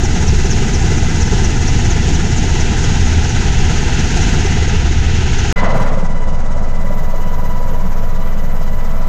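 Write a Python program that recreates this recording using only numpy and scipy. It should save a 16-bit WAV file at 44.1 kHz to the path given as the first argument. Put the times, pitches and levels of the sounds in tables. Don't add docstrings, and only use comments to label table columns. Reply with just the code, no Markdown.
import sys
import numpy as np
from scipy import signal
from scipy.fft import rfft, irfft, next_fast_len
from scipy.io import wavfile
from scipy.ndimage import uniform_filter1d

SR = 44100
rng = np.random.default_rng(int(sys.argv[2]) if len(sys.argv) > 2 else 0)


def volts_from_db(level):
    exponent = np.asarray(level, float) / 20
    return 10 ** exponent


def dump(signal):
    limited = np.clip(np.atleast_2d(signal).T, -1, 1)
    pcm = np.round(limited * 32767).astype(np.int16)
    wavfile.write(sys.argv[1], SR, pcm)


N = 400428
CUT_S, BACK_S = 5.5258, 5.5588


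def read(table, s):
    at, *columns = np.transpose(table)
    return [np.interp(s, at, column) for column in columns]


def on_log(table, hz):
    rows = [(np.log(f), *values) for f, *values in table]
    return read(rows, np.log(np.maximum(hz, 1)))


def walk(size, rate):
    period = max(int(SR / rate), 2)
    hop = period // 24 + 1
    v = rng.standard_normal(size // hop + 2)
    for _ in range(3):
        v = uniform_filter1d(v, max(period // hop * 4 // 5, 2))
    return np.interp(np.arange(size) / hop, np.arange(len(v)), v / v.std())


def tone(hz, width, steady):
    waver = (walk(len(hz), width) + 1j * walk(len(hz), width)) / np.sqrt(2)
    share = np.clip(steady, 0, 1)
    turning = np.exp(2j * np.pi * np.cumsum(hz) / SR)
    return np.sqrt(2) * turning * (np.sqrt(share) + np.sqrt(1 - share) * waver)


def drift(s, db_per_s):
    return db_per_s * (s - s.mean())


def rotor(s, rate, turn, cruise_hz, slack):
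    hz = read(rate, s)[0]
    return turn + np.cumsum(hz) / SR, (hz / cruise_hz) ** slack


# time_s, passes_hz
DOOR_PASSES = [(0.0, 17.092), (1.11, 17.154), (2.21, 17.25), (3.32, 17.313), (4.42, 17.272), (5.53, 17.061)]


def door_rotor(s):
    return rotor(s, DOOR_PASSES, turn=.231, cruise_hz=17.22, slack=.3)


# time_s, passes_hz
COCKPIT_PASSES = [(5.56, 17.266), (6.26, 17.16), (6.97, 17.102), (7.67, 17.105), (8.38, 17.182),
                  (9.08, 17.347)]


def cockpit_rotor(s):
    return rotor(s, COCKPIT_PASSES, turn=.745, cruise_hz=17.12, slack=.6)


def thump(turn, orders, lag, wobble_db):
    total = 0
    for k, db in orders:
        level_db = db + wobble_db * min(k - .75, 2.5) * walk(len(turn), 5)
        wave = np.cos(2 * np.pi * (k * turn + lag * (k - 1)))
        total = total + volts_from_db(level_db) * np.sqrt(2) * wave
    return total


# multiple, level_db
DOOR_THUMP = [(1, -15.5), (2, -27), (3, -26), (4, -23.5), (5, -41.5), (6, -36), (7, -30)]


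def door_thump(turn):
    return thump(turn, DOOR_THUMP, lag=.15, wobble_db=1.2)


# multiple, level_db
COCKPIT_THUMP = [(1, -7), (2, -35.5), (4, -28), (5, -36), (6, -40), (7, -36.5), (8, -41.5), (9, -38.5),
                 (10, -40.5), (11, -40.5), (12, -37.5), (13, -42.5)]


def cockpit_throb(turn):
    return np.tanh(1.4 * thump(turn, COCKPIT_THUMP, lag=.09, wobble_db=1.1)) / 1.4


TIP_LEVELS = [-36.5, -29, -38.5, -37.5]
# time_s, extra_db
TIP_TURNS = [(.05, 1.5), (.28, 1.5), (.52, 4.5), (.75, 4), (.98, 0), (1.22, 3.5), (1.45, 1), (1.68, 1.5),
             (1.91, 1.5), (2.15, 1), (2.38, 3), (2.61, -1), (2.85, -1), (3.07, -4), (3.3, -1), (3.54, -5),
             (3.77, -3), (4.0, -2), (4.23, -1), (4.46, -1), (4.69, -2), (4.92, -6), (5.16, -7), (5.4, 1)]


def tips(s, turn, lean_db):
    late = turn + .43
    past = late % 1 - .5
    level_db = np.array(TIP_LEVELS)[np.floor(late).astype(int) % 4] + .8 * walk(len(turn), 60)
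    pitch_hz = 6100 - 1900 * past + 150 * walk(len(turn), 25)
    whistle = volts_from_db(level_db) * np.exp(-(past / .3) ** 2) * tone(pitch_hz, 1200, .2).real
    return whistle * volts_from_db(lean_db + drift(s, -.7) + read(TIP_TURNS, s)[0])


def spectrum_hz(s):
    return np.fft.rfftfreq(2 * next_fast_len(len(s) // 2 + 1), 1 / SR)


def colour(table, db, hz):
    gain = volts_from_db(on_log(table, hz)[0])
    return gain * volts_from_db(db) / np.sqrt(np.mean(gain ** 2))


AIR_ZONES = [200, 600, 3000, 10000]


def rush(s, turn, gain, zones, swish, blades, gust_db, flicker_db):
    size = 2 * (len(gain) - 1)
    octave = np.log2(np.maximum(np.fft.rfftfreq(size, 1 / SR), 1))
    noise = rfft(rng.standard_normal(size)) * gain
    gust = walk(len(s), 21)
    out = 0
    for at in np.arange(3, 14.5, .5):
        window = np.cos(np.pi * np.clip(octave - at, -.5, .5)) ** 2
        band = irfft(noise * window)[:len(s)]
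        place = np.interp(at, np.log2(AIR_ZONES), np.arange(4))
        zone_db = np.maximum(1 - abs(np.arange(4) - place), 0) @ zones * np.clip(at - 6, 0, 1)
        moment, depth_db = on_log(swish, 2 ** at)
        nearest = np.floor(turn - moment + .5).astype(int) % 4
        blade_db = np.array(blades)[nearest] * np.clip(at - 11, 0, 1)
        swell = np.cos(np.pi * (turn - moment)) ** 2
        swell_db = depth_db * (2 * swell - 1) + 2 * blade_db * swell
        out = out + band * volts_from_db(zone_db + swell_db + gust_db * gust + flicker_db * walk(len(s), 21))
    return out


# time_s, extra_db
LEAN = [
    (0.0, 2.5),
    (1.05, 2),
    (2.8, 2),
    (3.85, 2),
    (4.25, 4),
    (4.6, 1.5),
    (4.9, -2.5),
    (5.25, -1),
    (5.52, 0),
]
LEAN_SHARE = [0.56, 0.54, 0.36, 0.92]
DOOR_DRIFT = [-0.41, -0.082, 0.85, -0.41]


def door_lean(s):
    return np.outer(LEAN_SHARE, read(LEAN, s)[0]) + np.outer(DOOR_DRIFT, s - s.mean())


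# pitch_hz, level_db (per Hz)
DOOR_LOW = [(6, -5.5), (25, -0.5), (60, -2.5), (100, -3), (160, -8), (230, -12), (290, -17.5), (410, -18),
            (500, -30), (650, -77)]
DOOR_HIGH = [(290, -8.5), (500, 2), (542, -12), (725, 0.5), (863, 0), (1130, -12), (1270, -6), (1510, -2.5),
             (2300, -7), (2660, -4.5), (3300, -8), (4700, -11.5), (6750, -7), (7700, -20), (10400, -40.5),
             (14500, -100)]
DOOR_TOP = [(8000, -10), (9500, 0), (10500, 0), (12000, -1), (13000, -7), (13400, -9), (13800, -12),
            (15200, -16)]
# pitch_hz, width_hz, change_db
DOOR_DIPS = [(533, 67, -3), (1115, 58, -8)]
# pitch_hz, moment_turns, depth_db
DOOR_SWISH = [(60, 0.015, -2.5), (250, -0.24, 0.9), (700, 0.15, 1.5), (1810, 0.05, 2), (3270, 0.2, 0),
              (6740, 0.087, 2), (10000, 0.011, 1.4)]
DOOR_BLADES = [-0.016, -0.14, -0.55, -0.55]


def door_air(s, turn, zones):
    hz = spectrum_hz(s)
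    dips_db = sum(db * np.exp(-((hz - f) / width) ** 2) for f, width, db in DOOR_DIPS)
    gain = np.hypot(colour(DOOR_LOW, -15, hz), colour(DOOR_HIGH, -25, hz)) * volts_from_db(dips_db)
    gain = np.hypot(gain, colour(DOOR_TOP, -60.5, hz))
    return rush(s, turn, gain, zones, DOOR_SWISH, DOOR_BLADES, gust_db=.5, flicker_db=.5)


OPEN_LEVELS = [8.2, 13.2, 16.7, .1]
GUST_SHARE = [0.71, 1, .01, .01]
COCKPIT_DRIFT = [-0.87, -1.1, 0.4, -0.98]


def closing_filter(s):
    shut = np.clip(1 - (s - BACK_S) / .55, 0, 1) ** .84
    early = np.clip(1 - (s - BACK_S) / .095, 0, 1)
    zones = zip(OPEN_LEVELS, GUST_SHARE, COCKPIT_DRIFT)
    return np.array([db * shut * (1 - share * early) + drift(s, sag) for db, share, sag in zones])


# pitch_hz, level_db (per Hz)
COCKPIT_LOW = [(6, -14), (25, -15), (50, 0.5), (100, -3.5), (200, -4.5), (260, -16.5), (335, -21.5),
               (420, -32), (550, -46), (900, -100)]
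COCKPIT_HIGH = [(250, -43), (420, -3.5), (480, 0), (620, -0.5), (860, -6.5), (1320, -9.5), (1800, -15.5),
                (2170, -18.5), (2600, -23.5), (4440, -28.5), (6670, -24.5), (8030, -35), (9600, -44.5),
                (11500, -69)]
# pitch_hz, moment_turns, depth_db
COCKPIT_SWISH = [(60, 0.41, 0.76), (250, 0.034, 2.3), (700, 0.05, 0.89), (1800, 0.27, 1.3),
                 (3200, 0.41, 0.86), (5000, 0.39, 3.3), (9000, 0.19, 4.8)]
COCKPIT_BLADES = [-0.36, 0.63, -0.0044, -0.34]


def cockpit_air(s, turn):
    hz = spectrum_hz(s)
    gain = np.hypot(colour(COCKPIT_LOW, -24.5, hz), colour(COCKPIT_HIGH, -31, hz))
    return rush(s, turn, gain, closing_filter(s), COCKPIT_SWISH, COCKPIT_BLADES, gust_db=.12, flicker_db=.73)


def slaps(s, rows):
    total = 0
    for start_s, db, hz, ring_s in rows:
        age = np.clip((s - start_s) / ring_s, 0, 30)
        ring = np.sin(2 * np.pi * hz * ring_s * age)
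        total = total + volts_from_db(db) * ring * 1.07 * age * np.exp(1 - age)
    return total


# start_s, level_db (peak), pitch_hz
HULL_SLAPS = [(0.033, -14, 369), (0.084, -22, 320), (0.236, -18, 322), (0.33, -14, 395), (0.389, -16, 377),
              (0.443, -12, 388), (0.619, -13, 388), (0.74, -22, 398), (0.792, -22, 420), (0.913, -15, 400),
              (0.969, -12, 315), (1.115, -16, 331), (1.173, -18, 320), (1.323, -11.5, 404),
              (1.419, -16, 377), (1.971, -25, 323), (2.02, -27, 353), (2.082, -23, 345), (2.185, -14, 320),
              (2.298, -18, 355), (2.459, -17, 383), (2.542, -11, 362), (2.599, -16, 423), (2.65, -26, 363),
              (2.719, -16, 320), (2.838, -19, 478), (3.179, -14, 387), (3.467, -20, 415), (3.628, -21, 358),
              (3.7, -22, 470), (3.875, -24, 339), (4.273, -26, 440), (4.339, -16, 354), (4.389, -17, 433),
              (4.45, -10.5, 386), (4.564, -16, 394), (4.621, -13, 424), (4.678, -18, 479),
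              (4.738, -14.5, 408), (4.855, -17, 344), (4.909, -16, 353), (5.032, -20, 408),
              (5.211, -20, 363), (5.263, -30, 440)]


def hull_slaps(s):
    return slaps(s, [(t, db - 3.5, hz, .0045) for t, db, hz in HULL_SLAPS])


# start_s, level_db (peak), pitch_hz, ring_s
PANEL_SLAPS = [
    (6.147, -23, 545, 0.0043),
    (6.556, -25, 597, 0.005),
    (6.731, -33, 540, 0.0034),
    (6.845, -20, 577, 0.004),
    (6.904, -19.5, 596, 0.0035),
    (7.082, -22, 606, 0.0024),
    (7.1385, -17, 565, 0.0021),
    (7.721, -34, 474, .003),
    (8.019, -37, 579, .003),
    (8.61, -28, 676, .003),
]
# start_s, level_db (peak), pitch_hz
GUST_SLAPS = [
    (5.604, -15, 986),
    (5.628, -10, 990),
    (5.663, -7.5, 654),
    (5.746, -9, 662),
    (5.797, -14, 980),
    (5.971, -14, 536),
    (6.025, -22, 977),
]


def panel_slaps(s):
    gust = [(t, db - 5, hz, .0038) for t, db, hz in GUST_SLAPS]
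    return slaps(s, PANEL_SLAPS + gust)


def gears(speed, lines, steady, groups_db):
    total = 0
    for hz, db, width, group in lines:
        total = total + volts_from_db(db + groups_db[group]) * tone(hz * speed, width, steady[group]).real
    return total


# pitch_hz, level_db, width_hz, group
DOOR_GEARS = [
    (79.6, -20, 5, 0),
    (159.4, -30, 3, 0),
    (239, -39, 3, 0),
    (994, -53, 6, 0),
    (1965, -45, 70, 0),
    (2022, -44.5, 20, 1),
    (2035, -49, 14, 1),
    (2705, -46, 70, 0),
    (2958, -49, 40, 0),
    (10960, -81, 10, 0),
]
# time_s, extra_db
DOOR_MESH = [(0, 1), (1.2, 5), (2.5, 0.5), (3.8, -1), (4.3, 3), (4.62, 6), (4.8, -2), (5.5, -1)]


def door_gears(s, speed):
    tail = gears(speed, DOOR_GEARS[:3], [.82], [0])
    return tail + gears(speed, DOOR_GEARS[3:], [.45, .75], [0, read(DOOR_MESH, s)[0]])


# pitch_hz, level_db, width_hz, group
COCKPIT_GEARS = [(78.9, -39, 3, 0), (651, -47, 10, 2), (966, -44.5, 9, 1), (985.5, -39.5, 35, 1),
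                 (1168, -52, 8, 2), (1304, -48.5, 10, 2), (1395, -55, 30, 3), (1950, -51, 50, 4),
                 (1972, -54, 50, 4), (2004, -47, 60, 3), (2935, -61, 40, 4), (2955, -60, 40, 4),
                 (3010, -65, 25, 4), (3940, -64, 20, 4), (4012, -67, 20, 4), (4892, -66.5, 20, 4),
                 (7640, -70, 20, 5)]
MESH_STEADY = [.8, .9, .8, .85, .6, .8]
# time_s, main_db, small_db, second_db, third_db
MESH_SPOTS = [(5.56, 7, 8, 22, 18), (5.66, 7.5, -3, 14, 11), (5.82, 9.5, 2, 10, 7), (5.95, 4.5, -4, 4, 0),
              (6.15, 2, 0, 2.5, 2.5), (6.6, -2, 2, -1, -1), (6.85, 1, -1, 3, 0), (7.05, 1.5, 1, 0, -1),
              (7.25, 5, 0, 2, 3), (7.5, 5, 2, 2, 3), (7.74, 3, -2, -11, 1), (7.95, -2, -5, -7, -3),
              (8.1, 1.5, 3, -7, 0), (8.27, -2.5, 4, 3, 1.5), (8.6, -2, 0, -5, 1.5), (9.08, 1, 5.5, 0, 1)]


def cockpit_gears(s, turn, speed):
    main, small, second, third = read(MESH_SPOTS, s)
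    flutter = 3 * np.cos(2 * np.pi * (turn - .3))
    groups_db = [0, main + flutter, small, second + flutter, third + flutter, drift(s, 2.5)]
    wobble = 1 + .0025 * walk(len(s), 9)
    return gears(speed * wobble, COCKPIT_GEARS, MESH_STEADY, groups_db)


def whine(hz, db, width, skirt_db, steady):
    return volts_from_db(db) * (tone(hz, width, steady) + volts_from_db(skirt_db) * tone(hz, 2200, 0)).real


# time_s, pitch_hz, level_db
DOOR_WHINE = [(0.0, 13150, -77), (0.3, 13039, -76), (0.9, 13110, -74), (1.2, 13155, -81), (1.6, 13225, -74),
              (1.9, 13220, -79), (2.1, 13168, -73), (2.5, 13090, -83), (3.3, 13050, -77), (4.3, 13030, -72),
              (4.8, 13010, -82), (5.4, 13069, -77)]


def door_whine(s):
    return whine(*read(DOOR_WHINE, s), 12, skirt_db=-45, steady=.7)


def heard(s, full_s, rise_db, level_db):
    return level_db - rise_db * np.maximum(full_s - s, 0)


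# time_s, pitch_hz
SPOOL = [(6.4, 12916), (6.84, 12930), (7.72, 13083), (8.16, 13095), (8.82, 13071), (9.04, 13086)]


def cockpit_whines(s):
    left_hz = read(SPOOL, s)[0]
    glimpse_db = -60 - 700 * (s - BACK_S)
    left_db = np.maximum(heard(s, 6.98, 39, -55.5), glimpse_db)
    left = whine(left_hz, left_db, 70, skirt_db=-1.5, steady=.2)
    right = whine(left_hz * 1.0581, heard(s, 6.9, 55, -58), 90, skirt_db=-5, steady=.15)
    return left + right


def ragged(x):
    edge_hz, swing_hz = 13150, 480
    hz, at, z = signal.stft(x, SR, nperseg=1024, boundary="even")
    lift = np.minimum(.6 * walk(len(x), 3) + walk(len(x), 22) + 1.7, 3.8)
    lift = lift[np.minimum(at * SR, len(x) - 1).astype(int)]
    scattered = (hz[:, None] < edge_hz + swing_hz * lift) & (rng.random(z.shape) < .45)
    kept = scattered | (hz[:, None] < edge_hz)
    return signal.istft(z * kept, SR, nperseg=1024)[1][:len(x)]


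def door(s):
    turn, speed = door_rotor(s)
    zones = door_lean(s)
    blades = door_thump(turn) + tips(s, turn, zones[2])
    air = door_air(s, turn, zones) + hull_slaps(s)
    return ragged(blades + air + door_gears(s, speed) + door_whine(s))


def cockpit(s):
    turn, speed = cockpit_rotor(s)
    air = cockpit_air(s, turn) + panel_slaps(s)
    return cockpit_throb(turn) + air + cockpit_gears(s, turn, speed) + cockpit_whines(s)


def scene():
    s, out = np.arange(N) / SR, np.zeros((1, N))
    out[0, s < CUT_S] = door(s[s < CUT_S])
    out[0, s >= BACK_S] = cockpit(s[s >= BACK_S])
    edges = np.clip(np.maximum((CUT_S - s) / .00002, (s - BACK_S) / .005), 0, 1)
    return (out - .0096) * edges


def top_cut(x):
    return signal.sosfilt(signal.butter(12, 15600, fs=SR, output="sos"), x)


def record(dry):
    block_s = 256 / 48000
    blocks = (np.arange(N) / SR - 5.73388) / block_s
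    uneven = volts_from_db(3.2 * rng.standard_normal(N // 200))[np.clip(blocks, 0, None).astype(int)]
    fade = np.exp(-np.maximum(blocks, 0) * block_s / .18)
    jerk = (blocks > 0) * .28 * fade * uneven * (.5 - blocks % 1)
    x = dry * (1 + jerk)
    excess = x - x / (1 + (x / .8) ** 6) ** (1 / 6)
    mix = x - uniform_filter1d(uniform_filter1d(excess, size=15), size=11)
    return top_cut(mix)


dry = scene()
out = record(dry)
dump(out)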